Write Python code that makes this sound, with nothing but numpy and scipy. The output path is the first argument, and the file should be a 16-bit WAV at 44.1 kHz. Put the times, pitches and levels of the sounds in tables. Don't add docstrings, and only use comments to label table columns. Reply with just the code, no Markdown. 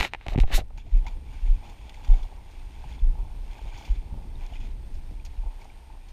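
import sys
import numpy as np
from scipy import signal
from scipy.fft import rfft, irfft
from scipy.io import wavfile

SR = 44100
rng = np.random.default_rng(int(sys.argv[2]) if len(sys.argv) > 2 else 0)


def put_to_file(sound):
    columns = np.atleast_2d(sound).T
    safe = np.clip(columns, -1, 1)
    whole_steps = np.round(safe * 32767)
    wavfile.write(sys.argv[1], SR, whole_steps.astype(np.int16))


N = 269892
TIME = np.arange(N) / SR


def undb(db):
    return 10 ** (np.asarray(db) / 20)


def unit(x):
    return x / np.sqrt(np.mean(x ** 2))


def curve(rows):
    return np.interp(TIME, *np.transpose(rows))


def colour(x, points):
    size = 8192
    hz, db = np.transpose(points)
    log_gain = np.interp(np.log(np.fft.rfftfreq(size, 1 / SR) + 1), np.log(hz), np.log(undb(db)))
    cepstrum = irfft(log_gain)
    cepstrum[1:size // 2] *= 2
    cepstrum[size // 2 + 1:] = 0
    return signal.oaconvolve(x, irfft(np.exp(rfft(cepstrum))))[:len(x)]


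def treble(x, hz):
    return signal.sosfiltfilt(signal.butter(2, hz, "high", fs=SR, output="sos"), x)


def wander(hz):
    count = N // int(SR / hz) + 2
    return np.interp(TIME * hz, np.arange(count), rng.standard_normal(count))


def grains(per_s, spread_db):
    sizes = rng.standard_normal(N) * undb(spread_db * np.minimum(rng.exponential(size=N), 4))
    return sizes * (rng.random(N) < per_s / SR)


def swell(s, rise_s, fall_s):
    width_s = np.where(TIME < s, rise_s, fall_s)
    return np.exp(-np.minimum(((TIME - s) / width_s) ** 2, 50))


def add(track, s, sound):
    start = max(int(s * SR), 0)
    track[start:start + len(sound)] += sound[:N - start]


def bubbles(rows, peak_cycles, glide, samples=1500):
    out, t = np.zeros(N), TIME[:samples]
    for s, db, hz in rows:
        age = t * hz / peak_cycles
        loudness = np.sqrt(age) * np.exp((1 - age) / 2)
        tone = np.sin(2 * np.pi * hz * t * (1 + glide * t))
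        add(out, s, undb(db) * loudness * tone)
    return out


# f/Hz, level/dB
RIVER_COLOUR = [(60, -6), (150, -14), (290, -8.5), (520, -16), (720, -13), (885, -8), (1200, -22),
                (1850, -20.5), (2320, -19.5), (5000, -26.5), (6900, -32), (8000, -34), (8900, -28.5),
                (10000, -34.5), (14000, -35.5), (15000, -49)]
# t/s, level/dB
BACKGROUND_RISE = [(0, -7), (.65, -4.5), (.85, -6.5), (1.1, 0.5), (1.4, 2), (6.12, 1.5)]
def river_and_whine(river_db=-60.5, whine_db=-76, whine_hz=8631):
    river = unit(colour(grains(per_s=12000, spread_db=1.2), RIVER_COLOUR))
    river *= undb(river_db + 1.4 * wander(hz=9))
    whine = np.sin(2 * np.pi * whine_hz * TIME + 0.28 * wander(hz=300))
    whine *= undb(whine_db + 1.3 * wander(hz=60))
    return (river + whine) * undb(curve(BACKGROUND_RISE))


# t/s, level/dB
BREEZE = [(0, -66.5), (1.05, -51), (1.5, -53.5), (1.8, -56.5), (2.45, -58.5), (2.95, -48.5), (3.85, -55),
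          (4.8, -48.5), (5.35, -55.5), (5.65, -63.5), (6.12, -59.5)]
# f/Hz, level/dB
BUFFET_COLOUR = [(40, -15.5), (70, 8), (110, 1.5), (170, -7.5), (280, -11), (450, -20), (800, -29),
                 (2000, -58.5)]
# f/Hz, level/dB
RUMBLE_COLOUR = [(10, -24), (22, 1), (31, 4), (45, -5), (65, -7.5), (110, -34.5), (300, -78)]
def wind(jolt_db=-42.5, jolt_lag_s=0.05, rumble_db=-35, usual_breeze_db=-52):
    breeze_db = curve(BREEZE)
    gust = undb(-44.5) * swell(4.12, rise_s=0.044, fall_s=0.27)
    power = undb(breeze_db) ** 2 + gust ** 2
    for s, db, _, _ in FOOTFALLS:
        jolt = undb(db + jolt_db) * swell(s + jolt_lag_s, rise_s=0.085, fall_s=0.085)
        power += jolt ** 2
    buffet = unit(colour(rng.standard_normal(N), BUFFET_COLOUR)) * np.sqrt(power)
    buffet *= undb(3 + 3.5 * wander(hz=35))
    rumble = unit(colour(rng.standard_normal(N), RUMBLE_COLOUR))
    rumble *= undb(rumble_db + 0.71 * (breeze_db - usual_breeze_db))
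    return buffet + rumble


# t/s (firmest touch), level/dB, rise/s, fall/s, treble/dB
STROKES = [(0, -24, .01, 0.011, -10.5), (0.036, -29, .03, 0.033, -11.5), (.122, -58, .015, .012, -20),
           (.25, -55, 0.064, 0.028, -22), (.3, -45, 0.013, 0.022, -8), (.332, -44.5, 0.027, .013, -7.5),
           (0.413, -43.5, 0.012, 0.017, -4), (.503, -46.5, 0.032, .02, -15),
           (0.539, -28.5, .02, 0.018, -11.5), (.562, -35, 0.022, 0.02, 10.5),
           (.595, -39.5, 0.021, .017, -9)]
# f/Hz, level/dB
RUB_COLOUR = [(150, -2.5), (500, -6.5), (830, -7), (1200, -7), (1650, -4), (2000, -1.5), (2900, -3),
              (3300, -7.5), (3750, -1), (4800, -11), (6800, -11.5), (9800, -19), (11800, -16), (15000, -25)]
def finger_rub():
    slips = grains(per_s=9000, spread_db=2.1) * undb(0.2 * wander(hz=156.6))
    slips = unit(colour(slips, RUB_COLOUR))
    highs = treble(slips, hz=4140)
    low_power = high_power = 0
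    for s, db, rise_s, fall_s, treble_db in STROKES:
        power = (undb(db) * swell(s, rise_s, fall_s)) ** 2
        low_power += power
        high_power += power * undb(treble_db) ** 2
    return (slips - highs) * np.sqrt(low_power) + highs * np.sqrt(high_power)


# t/s, level/dB, fade/s
JERKS = [(0.263, -30, 0.0088), (.284, -31.5, 0.0095), (0.319, -31, 0.011), (0.334, -35, 0.013),
         (0.348, -25.5, 0.0064), (0.386, -25.5, 0.0072), (.436, -25.5, 0.0066), (0.477, -39, .004),
         (0.503, -32, 0.016), (0.577, -25, 0.011), (0.587, -25.5, 0.0064), (0.613, -36, 0.0048),
         (0.704, -44.5, .005)]
# f/Hz, level/dB
HOLLOW_COLOUR = [(150, -11.5), (330, -3), (470, -5.5), (620, -0.5), (780, 2), (950, -10), (1200, -13),
                 (2500, -53)]
def finger_jerks(gain_db=-1):
    out, t = np.zeros(N), TIME[:3000]
    for s, db, fade_s in JERKS:
        slips = rng.standard_normal(len(t)) * np.exp(-t / fade_s)
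        bump = colour(slips, HOLLOW_COLOUR)
        add(out, s, undb(db + gain_db) * bump / np.abs(bump).max())
    return out


# t/s, level/dB, push/s
KNOCKS = [(0.267, -26, 0.0042), (0.284, -22, 0.0029), (.332, -23, 0.0052), (.359, -11, 0.0019),
          (.379, -9.5, 0.0015), (.387, -9.5, 0.0013), (0.437, -12, 0.006), (0.445, -12.5, 0.012),
          (0.59, -17.5, 0.0045), (0.609, -27.5, 0.0043), (4.126, -22, 0.0037)]
def hand_knocks(times_slower=7.8):
    out, t = np.zeros(N), TIME[:6000]
    for s, db, push_s in KNOCKS:
        widths_s = push_s, push_s * times_slower
        press, release = ((t / w) ** 3 * np.exp(-3 * t / w) / w for w in widths_s)
        pulse = press - release
        add(out, s, undb(db) * pulse / pulse.max())
    return out


# t/s, level/dB, treble/dB
CLICKS = [(0.0084, -7.5, -22), (0.0283, -9.5, -20.5), (0.0487, -10.5, -25), (0.1349, -14, -27),
          (0.1473, -18, -38), (0.1624, -46, -22), (0.211, -33, -37), (0.2654, -24.5, -23),
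          (0.283, -19.5, -17), (0.322, -43, -22), (0.3316, -38, -26), (0.3474, -38, -30),
          (0.3573, -27, -32), (0.3768, -24, -25), (0.3851, -22, -20), (0.401, -18, -10),
          (0.434, -29.5, -35), (0.476, -39, -16), (0.705, -51, -27)]
# f/Hz, level/dB
CASE_COLOUR = [(200, -9.5), (550, -7), (850, 3.5), (1150, -6), (1550, -9), (1900, 1), (2400, 2.5),
               (2950, -1.5), (3350, -6), (3900, -7.5), (4800, -16.5), (8500, -25.5), (12000, -34.5),
               (15000, -46)]
def finger_clicks(gain_db=-1, tail_db=-31, fade_s=0.0061, plain_treble_db=-20):
    out, t = np.zeros(N), TIME[:2048]
    for s, db, treble_db in CLICKS:
        push = undb(tail_db) * rng.standard_normal(len(t)) * np.exp(-t / fade_s)
        push[0] += 1
        ring = np.pad(colour(push, CASE_COLOUR), 32)
        brightness = undb(np.clip(treble_db - plain_treble_db, -14, 10))
        ring += (brightness - 1) * treble(ring, hz=2600)
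        ring = signal.lfilter([.64, -1.5, 1], [1, -1.5, .64], ring)
        add(out, s, undb(db + gain_db) * ring / np.abs(ring).max())
    return out


# t/s, level/dB, f/Hz
DRIPS = [(1.065, -35.5, 2140), (1.0754, -42, 2370), (2.2314, -43, 3340), (2.9253, -45.5, 3450),
         (2.992, -45, 3430), (4.3555, -47, 3700), (4.5364, -42, 2900), (4.5654, -41.5, 2430),
         (5.1976, -48.5, 2400), (5.6166, -46, 2230), (5.6999, -45.5, 2280)]
def drips(gain_db=-2.5):
    return undb(gain_db) * bubbles(DRIPS, peak_cycles=3.1, glide=2.0)


# t/s, level/dB, f/Hz
PLOPS = [(0.781, -43, 853), (0.867, -49, 662), (1.056, -39.5, 774), (1.068, -35.5, 905), (1.075, -37, 894),
         (1.679, -47, 823), (2.136, -37.5, 735), (2.251, -45, 730), (2.324, -45.5, 750), (2.84, -37, 840),
         (3.153, -43, 806), (3.779, -41.5, 910), (3.81, -39.5, 817), (4.523, -42.5, 697),
         (5.435, -43.5, 820), (5.654, -43, 787), (5.9, -44, 870), (5.953, -45.5, 860)]
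def plops(gain_db=-1):
    return undb(gain_db) * bubbles(PLOPS, peak_cycles=1.36, glide=3.0)


# t/s, level/dB, fade/s, mist/dB
SPLASHES = [(0.776, -41.5, 0.017, -16), (1.066, -38.5, 0.014, -29), (1.083, -38, 0.0036, -16),
            (1.696, -44, .012, -8), (1.894, -38, .006, -13), (1.943, -41, 0.0034, -15),
            (2.046, -39.5, 0.0095, -18), (2.077, -41, 0.0029, -10), (2.229, -47, 0.007, 0),
            (2.511, -51, .017, 0), (3.775, -44, 0.047, 2), (3.852, -37, 0.013, -3), (4.464, -38, 0.0017, 3),
            (4.942, -52, 0.022, 14), (5.25, -38.5, 0.0096, 3), (5.261, -43, .008, -5),
            (5.613, -47, 0.0089, 3), (5.644, -47, 0.0067, 3), (6.086, -49, .018, -1)]
# f/Hz, level/dB
SPRAY_COLOUR = [(700, -27.5), (1200, -7.5), (1500, -4.5), (1750, -9.5), (2350, 4), (2950, -3.5),
                (3450, 0.5), (3800, -8), (4500, -8), (6200, -14), (6800, -8), (8000, -24.5), (12000, -29),
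                (15000, -29)]
# f/Hz, level/dB
MIST_COLOUR = [(1500, -28), (3000, -11), (4500, 1.5), (5500, -2), (6200, -2), (6900, -4.5), (8000, -15),
               (12000, -17), (15000, -17)]
def splashes(gain_db=-1, spread_db=3):
    out, t = np.zeros(N), TIME[:4096]
    for s, db, fade_s, mist_db in SPLASHES:
        noise = rng.standard_normal((3, len(t)))
        roughness = undb(spread_db * noise[2])
        drops, mist = noise[:2] * roughness * np.exp(-t / fade_s)
        shower = colour(drops, SPRAY_COLOUR) + undb(mist_db) * colour(mist, MIST_COLOUR)
        add(out, s, undb(db + gain_db) * shower / np.abs(shower).max())
    return out


def fizz(spread_db=3.5, count=3000):
    when, faintness, pitch = rng.random((count, 3)).T
    db = -spread_db * np.log(faintness + .02)
    hz = 1500 * 5 ** pitch
    bursts = bubbles(zip(when * N / SR, db, hz), peak_cycles=3.1, glide=0, samples=600)
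    return unit(colour(bursts, SPRAY_COLOUR))


# t/s (strongest push), spray/dB, gurgle/dB, rise/s
STRIDES = [(0.8, -61, -70, 0.023), (0.936, -59.5, -60.5, 0.064), (1.082, -59.5, -56.5, 0.068),
           (1.327, -57, -59, 0.053), (1.45, -58.5, -61, 0.11), (1.668, -59, -53.5, 0.067),
           (1.917, -58.5, -58, 0.21), (2.145, -56.5, -54.5, .12), (2.347, -66, -54, 0.048),
           (2.522, -62, -61.5, 0.12), (2.855, -57, -57, 0.14), (3.226, -68, -54.5, 0.13),
           (3.572, -57, -52.5, 0.11), (3.803, -52.5, -54, 0.14), (4.166, -72, -57.5, 0.12),
           (4.433, -57, -56, .07), (4.548, -55.5, -59, 0.043), (4.638, -56, -60, 0.052),
           (5.286, -68, -66, 0.095), (5.46, -67, -56, 0.05), (5.627, -64, -58, 0.066),
           (5.913, -76, -61.5, 0.1)]
# f/Hz, level/dB
GURGLE_COLOUR = [(200, -8.5), (400, -7), (550, -8.5), (720, -4.5), (880, 2.5), (1020, -8.5), (1200, -15.5),
                 (2000, -38.5)]
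def wading(water_from_s=0.73, fizz_db=-5):
    in_water = TIME > water_from_s
    spray_power, gurgle_power = in_water * undb(-69.5) ** 2, in_water * undb(-70) ** 2
    for s, spray_db, gurgle_db, rise_s in STRIDES:
        push = swell(s, rise_s, fall_s=1.3 * rise_s)
        spray_power += (undb(spray_db) * push) ** 2
        gurgle_power += (undb(gurgle_db) * push) ** 2
    spray = unit(colour(grains(per_s=3500, spread_db=1.3), SPRAY_COLOUR))
    spray *= undb(-2.5 + 2 * wander(hz=45))
    gurgle = unit(colour(grains(per_s=1200, spread_db=2.05), GURGLE_COLOUR))
    gurgle *= undb(0.5 + 2 * wander(hz=30))
    spray += undb(fizz_db) * fizz()
    return spray * np.sqrt(spray_power) + gurgle * np.sqrt(gurgle_power)


# t/s, level/dB, f/Hz, rise/s
FOOTFALLS = [(0, -17, 26.4, 0.0084), (.302, -19.5, 27.2, 0.018), (0.401, -6, 34, 0.015),
             (0.529, -9, 26.1, .024), (0.919, -8.5, 31.5, 0.038), (1.419, -15.5, 32.2, 0.028),
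             (1.48, -9.5, 30.3, 0.028), (2.082, -4.5, 29.3, 0.031), (2.201, -21, 29.8, 0.024),
             (3.017, -10.5, 32.2, 0.021), (3.054, -12, 31.2, 0.028), (3.187, -22.5, 36.5, 0.022),
             (3.895, -12.5, 36.3, 0.018), (3.972, -21.5, 35.4, 0.015), (5.372, -21, 34, 0.024),
             (5.455, -19.5, 31.6, 0.019)]
def footfalls():
    out, t = np.zeros(N), TIME[:14000]
    for s, db, hz, rise_s in FOOTFALLS:
        loudness = (t / rise_s * np.exp(1 - t / rise_s)) ** 2.3
        add(out, s, undb(db) * loudness * np.sin(2 * np.pi * hz * t))
    return out


def scene():
    hand = finger_clicks() + finger_jerks() + hand_knocks() + finger_rub()
    water = wading() + splashes() + plops() + drips()
    return (hand + footfalls() + water + wind() + river_and_whine())[None]


def record(dry):
    top_hz = 15250
    return signal.sosfilt(signal.ellip(10, .2, 80, top_hz, fs=SR, output="sos"), dry)


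dry = scene()
out = record(dry)
put_to_file(out)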